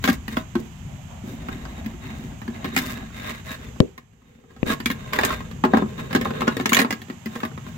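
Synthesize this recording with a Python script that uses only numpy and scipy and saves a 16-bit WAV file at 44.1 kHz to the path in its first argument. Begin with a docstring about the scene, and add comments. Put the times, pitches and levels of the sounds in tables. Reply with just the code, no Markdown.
"""At a wooden table, a child pushes small plastic figures into a hollow toy carrier.
Each hit booms in the box, rings its thin walls and ticks at the edge; in between, plastic slides and
scrapes. Room air hisses and hands rumble on a camera held close by. The hardest of a few bumps on it
overloads the left microphone, so the volume dips. Then the carrier is shifted, set down and rattled."""
import sys
import numpy as np
from scipy import signal
from scipy.fft import rfft, irfft
from scipy.io import wavfile
from scipy.ndimage import uniform_filter1d

SR = 44100
rng = np.random.default_rng(int(sys.argv[2]) if len(sys.argv) > 2 else 0)


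def dump_mix(stems):
    """Bounce the given channels to the path in sys.argv[1] as a 16-bit WAV at rate SR."""
    frames = np.atleast_2d(stems).T  # one column per channel
    limited = np.clip(frames, -1, 1)  # hard clip at full scale
    pcm = np.round(limited * 32767).astype(np.int16)
    wavfile.write(sys.argv[1], SR, pcm)


N = 342657
TIME = np.arange(N) / SR
CARRIER_MOVES_S = 4.5  # before this, light figures slide; after it, the carrier itself drags


def amp(db):
    """Turns decibels into a multiplier."""
    return 10 ** (np.asarray(db) / 20)


def unit(x):
    """Scales a sound to an average strength of one."""
    return x / np.sqrt(np.mean(x ** 2) + 1e-20)


def at_pitch(points, hz):
    """Looks up a value between the pitches of a table."""
    pitches, values = np.transpose(points)
    return np.interp(np.log(hz + 1), np.log(pitches + 1), values)


def pan(db):
    """Makes the left side db louder than the right."""
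    return amp(np.array([[db], [-db]]) / 2)


def add(mix, start_s, sound):
    """Mixes a sound in at a given time."""
    part = mix[:, round(start_s * SR):][:, :sound.shape[1]]
    part += sound[:, :part.shape[1]]


def noise(n):
    """Plain hiss, different in each ear."""
    return rng.standard_normal((2, n))


def colour(x, points):
    """Makes some pitches of a sound louder and others softer."""
    n = x.shape[-1]
    gain = amp(at_pitch(points, np.fft.rfftfreq(n, 1 / SR)))
    return unit(irfft(rfft(x) * gain, n))


def band(x, low_hz, high_hz):
    """Keeps what lies between two pitches; sudden starts stay sharp."""
    return signal.sosfilt(signal.butter(3, [low_hz, high_hz], "band", fs=SR, output="sos"), x)


def below(x, hz):
    """Keeps what lies under a pitch."""
    return signal.sosfiltfilt(signal.butter(3, hz, fs=SR, output="sos"), x)


def wander(per_s):
    """Drifts to a new random value per_s times a second."""
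    times = np.arange(0, TIME[-1] + 1, 1 / per_s)
    return np.interp(TIME, times, np.resize(rng.standard_normal(4096), len(times)))


def swell(start_s, end_s, fade_s):
    """Fades in, holds and fades out."""
    return np.sin(np.pi / 2 * np.clip(np.minimum(TIME - start_s, end_s - TIME) / fade_s, 0, 1))


# The tone of the steady hiss: pitch_hz, level_db
AIR_TONE = [(100, -1), (420, -6), (750, 5.5), (1500, -1), (3000, 1), (4300, -11), (5600, -10.5),
            (6500, -1.5), (7700, -5), (8800, -20.5), (10200, -23), (11700, -13), (15500, -22.5)]
def air():
    """Room air and microphone hiss, stronger on the right."""
    return amp(-52) * colour(noise(N), AIR_TONE) * pan(-10.5)


# How long the room's echo takes to fade by 60 dB: pitch_hz, fade_s
ECHO_FADES = [(100, 0.028), (400, 0.29), (2000, 0.19), (8000, 0.13), (16000, 0.13)]
def room_echo(x):
    """A small furnished room echoes briefly, each pitch fading at its own speed."""
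    reflections = noise(SR // 2) * (np.arange(SR // 2) > .006 * SR)
    hz, t, spectrum = signal.stft(reflections, SR, nperseg=256)
    fade = amp(-60 * t / at_pitch(ECHO_FADES, hz)[:, None])
    tail = signal.istft(spectrum * fade, SR, nperseg=256)[1]
    return signal.fftconvolve(x, tail / np.linalg.norm(tail[0]), axes=1)[:, :N]


# The tone of the hands' rumble: pitch_hz, level_db
RUMBLE_TONE = [(20, -14), (35, -20), (58, 3.5), (78, 3.5), (98, 2.5), (150, 5.5), (180, 0.5), (235, -2),
               (290, -13.5), (450, -24.5), (900, -53)]
# How loud the rumble is: time_s, level_db
RUMBLE_LEVELS = [(0, -37), (.75, -42), (.86, -35), (1.0, -40), (1.75, -37.5), (4.3, -41.5), (6.35, -32.5),
                 (7.2, -44.5), (7.7, -37.5)]
# Its deepest part eases near the end: time_s, boost_db
DEEP_BOOST = [(5.5, 5), (6.1, -21), (7.7, -27)]
def hand_rumble():
    """Hands shift on the camera and the table, making a low, lumpy rumble."""
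    rumble = colour(rng.standard_normal(N) + 0.26 * noise(N), RUMBLE_TONE)  # alike in both ears
    rumble += below(rumble, 70) * (amp(np.interp(TIME, *np.transpose(DEEP_BOOST))) - 1)
    level_db = np.interp(TIME, *np.transpose(RUMBLE_LEVELS)) + 0.92 * wander(42)
    return rumble * amp(level_db) * pan(2.2)


# The tone of brushing skin: pitch_hz, level_db
SKIN_TONE = [(250, -30), (480, 3), (650, 13), (900, 7), (1300, -2.5), (3000, -8), (6000, -30)]
def brushing():
    """A hand brushes softly over the table and toys as it works at the carrier's door."""
    return colour(noise(N), SKIN_TONE) * swell(0.87, 3.3, fade_s=.09) * amp(-50 + 4.5 * wander(18))


# Knocks of the hand on the camera: start_s, level_db
BUMPS = [(3.803, 0.5), (4.389, -39), (4.63, -14.5), (4.668, -27), (7.675, -42)]
def camera_bumps(start_hz=470, end_hz=90, fall_s=0.0022, case_hz=385):
    """A knock by the left microphone makes a falling thump and a crack, and rings the case."""
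    t = np.arange(SR // 3) / SR
    cycles = np.cumsum(end_hz + (start_hz - end_hz) * np.exp(-t / fall_s)) / SR
    thump = -amp(14 - 60 * t / 0.026) * np.sin(2 * np.pi * cycles)
    crack = amp(2 - 60 * t / 0.009) * unit(band(noise(len(t)), 1030, 2870))
    case = np.sin(2 * np.pi * case_hz * t) + 1.5 * unit(band(noise(len(t)), 213, 462))
    bump = (thump + crack) * amp([[0], [-17]]) + 0.62 * case * amp(-14 - 60 * t / 0.2)
    out = np.zeros((2, N))
    for start_s, level_db in BUMPS:
        add(out, start_s, amp(level_db) * bump)
    return out


def hollow_hum(drone, lifted_s=(3.4, 6.6)):
    """Lifted or tilted, the hollow carrier hums under the fingers, more so when dragged."""
    hum = unit(band(noise(N), 390, 520)) * amp(2.5 * wander(25))
    return hum * swell(*lifted_s, fade_s=.2) * (amp(-54) + amp(-11) * drone)


def ring(notes, t, spread_db, detune):
    """Notes fade by 60 dB in fade_s; the spot hit varies their levels, the grip their pitches."""
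    hz, db, fade_s = np.transpose(notes)[:, :, None]
    size, shift, side = rng.standard_normal((3, len(notes), 1))
    levels = amp(db + spread_db * size - 60 * t / fade_s)
    waves = levels * np.sin(2 * np.pi * hz * (1 + detune * shift) * t)
    flip = np.where(hz > 550, np.sign(side), 1)  # high notes reach each ear differently
    return np.array([waves.sum(0), (waves * flip).sum(0)])


# The notes of the hollow box on the table: pitch_hz, level_db, fade_s
BOX_NOTES = [(160, -32, 0.071), (227, -8.5, 0.069), (230.6, 3, 0.17), (255.3, 7.5, 0.057),
             (307, -11.5, 0.032), (368, -4, 0.12), (453, -11.5, 0.14)]
def box_ring(t, spread_db, detune):
    """The whole box shakes with low notes."""
    return ring(BOX_NOTES, t, spread_db, detune)


# The notes of the plastic walls: pitch_hz, level_db, fade_s
WALL_NOTES = [(631, -12.5, 0.21), (774, 1.5, 0.063), (910, -7, 0.032), (1070.5, 6, 0.064),
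              (1276, -1.5, 0.057), (1635, 3.5, 0.064), (1716, 2.5, 0.041), (1821, 0, 0.046),
              (1905, -1, 0.058), (2176, 1, 0.046), (2470, -4, 0.055), (2826, -12.5, 0.12), (3363, 1, 0.022),
              (3712, -3.5, 0.043), (3960, -4, 0.039)]
def wall_ring(t, spread_db, detune):
    """The thin walls shake with higher notes."""
    return ring(WALL_NOTES, t, spread_db, detune)


# The tone of a sharp tap on plastic: pitch_hz, level_db
CRACK_TONE = [(300, 8), (700, -5), (1100, 4), (1900, -2.5), (2800, -5), (3800, -11.5), (4800, -3.5),
              (5800, -5), (7300, -2.5), (9000, -11), (11000, -8.5), (14500, -4)]
def plastic_crack(x):
    """Gives noise the sound of hard plastic meeting plastic."""
    return colour(x, CRACK_TONE)


def shifting_grip(x, detune=.025):
    """The walls drift in pitch as the fingers shift."""
    position = np.cumsum(1 + detune * wander(6)) % N
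    return np.array([np.interp(position, np.arange(N), side) for side in x])


# Strokes of plastic on plastic or wood: start_s, end_s, rub_db, scratch_db, drone_db
STROKES = [(0.013, 0.162, -33, -39.5, -33), (0.292, 0.435, -34.5, -46, -32), (0.53, 0.688, -53, -57.5, -34),
           (1.224, 1.376, -47, -53.5, -32), (1.26, 2.028, -45, -61, -38), (1.988, 2.179, -41, -59, -38),
           (2.09, 2.348, -48, -61, -38), (2.51, 3.118, -34.5, -55, -31.5), (2.71, 2.99, -34, -40.5, -50),
           (3.106, 3.43, -33.5, -48.5, -41), (3.439, 3.572, -32, -44.5, -48), (3.537, 3.73, -47, -63, -47),
           (4.146, 4.67, -48.5, -62, -45), (4.655, 4.756, -29, -41.5, -30), (4.922, 5.553, -41, -60, -47),
           (5.115, 5.378, -28.5, -43.5, -34), (5.688, 5.85, -36, -60, -27), (5.84, 6.703, -37, -54.5, -35),
           (6.088, 6.262, -31.5, -49, -32), (6.22, 6.55, -34.5, -60, -31), (6.707, 6.817, -26.5, -43, -34),
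           (7.235, 7.515, -44, -55, -45), (7.585, 7.824, -46, -58.5, -41)]
def stroke_strengths():
    """Pressure builds, wavers and lets go, setting how strong the rub, scratch and drone are."""
    power = sum((amp(levels_db)[:, None] * swell(start, end, .4 * (end - start))) ** 2
                for start, end, *levels_db in STROKES)
    return np.sqrt(power) * amp(-0.23 * wander(13))


# The tone of rubbed walls: pitch_hz, level_db
RUB_TONE = [(200, -47), (400, 10.5), (800, 0.5), (1100, 4.5), (1400, 3), (2000, 0), (2700, 2.5),
            (3300, -5.5), (4200, -6.5), (5000, -22), (8000, -29), (12000, -43)]
def slides(rub, scratch, drone, catches_per_s=5000, squeak_hz=2000):
    """Tiny ridges catch and slip under each stroke: the walls hiss and ring, the box drones."""
    catches = amp(0.5) * np.minimum(rng.exponential(1, N), 5) * (rng.random(N) < catches_per_s / SR)
    slips = catches * noise(N) * amp(4.5 * wander(45))
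    t = np.arange(8192) / SR
    walls = signal.oaconvolve(slips, wall_ring(t, spread_db=12.5, detune=0.0012), axes=1)[:, :N]
    box = signal.oaconvolve(slips[0], box_ring(t, spread_db=1, detune=0.0024)[0])[:N]
    # a hoarse squeak, its pitch moving with the grip
    phase = 2 * np.pi * np.cumsum(squeak_hz * (1 + 0.03 * wander(7.4))) / SR
    squeak = unit(unit(band(slips, 17, 180)) * np.sin(phase))
    # light figures squeak more and hardly stir the walls' low notes
    light = TIME < CARRIER_MOVES_S
    squeak *= 0.39 * np.where(light, amp(3), 1)
    rubbing = unit(colour(slips, RUB_TONE) + colour(shifting_grip(walls), RUB_TONE) + squeak)
    rubbing += below(rubbing, 1400) * (amp(-5) - 1) * light
    fizz = unit(band(plastic_crack(slips), 3100, 16800))
    return (rubbing * rub + fizz * scratch * amp(0.5)) * pan(-0.29) + unit(box) * drone * amp(-2)


def start_at(x, db):
    """Sets the level of a hit by its first 10 ms."""
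    return amp(db) * x / np.sqrt(np.mean(x[:, :SR // 100] ** 2))


def box_boom(t, start_s, rise_s=0.00098):
    """The heavy box swings up; until it is moved, the table muffles its higher notes."""
    table = unit(band(noise(len(t)), 222, 430)) * amp(-4 - 60 * t / 0.09)
    boom = (box_ring(t, spread_db=6, detune=0.031) + table) * (1 - np.exp(-t / rise_s))
    top_hz = 700 if start_s > CARRIER_MOVES_S else 351
    return band(boom, 168, top_hz)


# Dull hits ring the broad floor, bright ones the small panels: brightness_db_per_octave, pitch_hz
PANEL_NOTES = [(-6, 766), (-4.5, 1180), (-2, 1660), (2.5, 1850), (6, 2150)]
def hit(start_s, force_db, brightness, box_db, rise_s=0.00032):
    """One hit snaps, rings and booms; a brighter one has less knock and more clack and tick."""
    t = np.arange(6144) / SR
    panel_hz = np.interp(brightness, *np.transpose(PANEL_NOTES)) * np.exp(0.0684 * rng.standard_normal())
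    # the edge chatters before it comes to rest
    chatter = amp(1.5 * unit(uniform_filter1d(rng.standard_normal(len(t)), 60)))
    # each spot on the shell has its own tone
    spot_tone = np.c_[np.geomspace(400, 16000, num=36), 3.5 * rng.standard_normal(36)]
    crack = colour(plastic_crack(noise(len(t))), spot_tone) * chatter
    panel_level = amp(-5 + at_pitch(CRACK_TONE, panel_hz) - 60 * t / 0.06)
    panel = panel_level * np.sin(2 * np.pi * (panel_hz * t + rng.random((2, 1))))
    walls = amp(-15) * wall_ring(t, spread_db=5, detune=0.0048)
    rise = 1 - np.exp(-t / rise_s)
    fade = amp(-60 * t / 0.056) + amp(-12 - 60 * t / .095)  # a quick snap, then a softer tail
    shell = (crack * fade + panel + walls) * rise
    edge = crack * rise * amp(-60 * t / 0.055)
    boom = start_at(box_boom(t, start_s), box_db - 3) * pan(2)
    knock = start_at(band(shell, 355, 1306), force_db + 2.18 - 1.32 * brightness)
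    clack = start_at(band(shell, 1744, 4080), force_db + 1.37 + 0.78 * brightness) * pan(-1.4)
    tick = start_at(band(edge, 5800, 18700), force_db - 10 + 1.54 * brightness) * pan(1)
    return (knock + clack + tick) * pan(rng.normal(-0.076, 1.7)) + boom


def fidgets(rub, drone, count=64, from_s=1.4, span_s=6.3):
    """Shifting fingers make faint ticks; the dragged carrier snags harder the more it is pressed."""
    out = np.zeros((2, N))
    for k, (when, force, sharpness) in enumerate(rng.random((count, 3))):
        start_s = from_s + span_s * (k + when) / count
        at = min(round(start_s * SR), N - 1)
        snag = amp(-3.5) * rub[at] * (start_s > CARRIER_MOVES_S)
        extra_db = 8 * (force - .5)
        force_db = 20 * np.log10(amp(-55) + snag) + extra_db
        box_db = 20 * np.log10(amp(-40) + amp(-1) * drone[at]) + extra_db
        brightness = -0.65 + 7 * (sharpness - .5)
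        add(out, start_s, hit(start_s, force_db, brightness, box_db))
    return out


# The main hits: start_s, force_db, brightness_db_per_octave, box_db, bounce_count
TOY_HITS = [(0.04, -24, 1.5, -21, 1), (0.076, -23.5, 0, -37, 0), (0.086, -24, 1, -10, 1),
            (0.28, -35.5, 3, -27, 0), (0.369, -27.5, -3, -17.5, 0), (0.553, -33.5, -2.5, -14.5, 0),
            (1.235, -65, -6, -28.5, 0), (1.485, -37.5, -3, -26.5, 0), (1.652, -43, -2, -36, 0),
            (1.86, -46, 8, -23, 0), (2.416, -43.5, -0.5, -35, 0), (2.478, -41.5, -1.5, -23.5, 0),
            (2.644, -32.5, -1, -25.5, 1), (2.764, -22, 4, -20.5, 2), (3.978, -31, 1.5, -32, 0),
            (4.7, -31, -1.5, -15.5, 0), (4.801, -37.5, 1, -27, 0), (4.858, -24.5, 5.5, -19.5, 0),
            (4.901, -29, 3.5, -21, 1), (5.132, -26, 1.5, -32, 0), (5.187, -20.5, -1, -36, 0),
            (5.211, -30.5, 0.5, -31, 0), (5.234, -23, -1.5, -38, 0), (5.249, -37, 15.5, -22.5, 0),
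            (5.638, -23.5, -5.5, -11, 1), (5.735, -26.5, -8.5, -8.5, 1), (5.771, -32, -8.5, -18.5, 1),
            (5.822, -42, -10.5, -15, 0), (6.149, -22.5, -1, -11.5, 1), (6.212, -32, 3, -23.5, 0),
            (6.254, -33, -7, -26, 0), (6.305, -36, -2.5, -28, 0), (6.418, -29, -4, -21.5, 0),
            (6.477, -23, -3, -12, 0), (6.567, -32.5, 2.5, -22, 0), (6.598, -32, -1, -19.5, 1),
            (6.657, -22.5, 2.5, -19.5, 0), (6.693, -36.5, 13, -26, 0), (6.72, -25, -3.5, -15.5, 0),
            (6.731, -24, 10.5, -28, 0), (6.746, -25, 9, -40, 0), (6.767, -19, 3, -27, 0),
            (6.79, -19.5, 2.5, -16, 1), (6.816, -24.5, 2.5, -18, 0), (6.846, -31, -4.5, -19.5, 0),
            (6.906, -27.5, 2, -27.5, 0), (6.925, -31.5, 4, -22.5, 0), (7.017, -43.5, 3.5, -38, 0),
            (7.099, -39.5, -0.5, -25.5, 0), (7.258, -39, 4.5, -24, 0), (7.357, -38.5, -0.5, -30, 0),
            (7.402, -42, 2.5, -41, 0), (7.432, -31.5, -4.5, -24.5, 0), (7.45, -38.5, 4, -32, 0),
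            (7.576, -43.5, -3, -33.5, 0)]
def toy_hits(bounce_s=.0112):
    """Figures hit the carrier and the carrier hits the table; each bounce is weaker and brighter."""
    out = np.zeros((2, N))
    for start_s, force_db, brightness, box_db, bounces in TOY_HITS:
        for k in range(round(bounces) + 1):
            at_s = start_s + k * bounce_s
            add(out, at_s, hit(at_s, force_db - 5.5 * k, brightness + 2.44 * k, box_db - 3 * k))
    return out


def scene():
    """The toys and their echo, with the hands, the air and the bumps."""
    rub, scratch, drone = stroke_strengths()
    toys = toy_hits() + fidgets(rub, drone) + slides(rub, scratch, drone) + hollow_hum(drone)
    return toys + amp(-13) * room_echo(toys) + hand_rumble() + brushing() + air() + camera_bumps()


def record(dry, top_hz=15900):
    """An overload turns the volume down for a moment; peaks are flattened, the highest treble is cut."""
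    overload = abs(dry).max(0) > 1.5
    since_s = TIME - np.maximum.accumulate(np.where(overload, TIME, -10))
    dip_db = np.interp(since_s, [0, .05, .22, .66, .78, .83], [0.5, 3.5, 14.5, 14.5, 8.0, 0])
    flattened = np.clip(dry * amp(-dip_db), -.93, .93)
    treble_cut = signal.firwin(255, top_hz, window=("kaiser", 8), fs=SR)
    return signal.oaconvolve(flattened, treble_cut[None], "same")


dry = scene()
out = record(dry)
dump_mix(out)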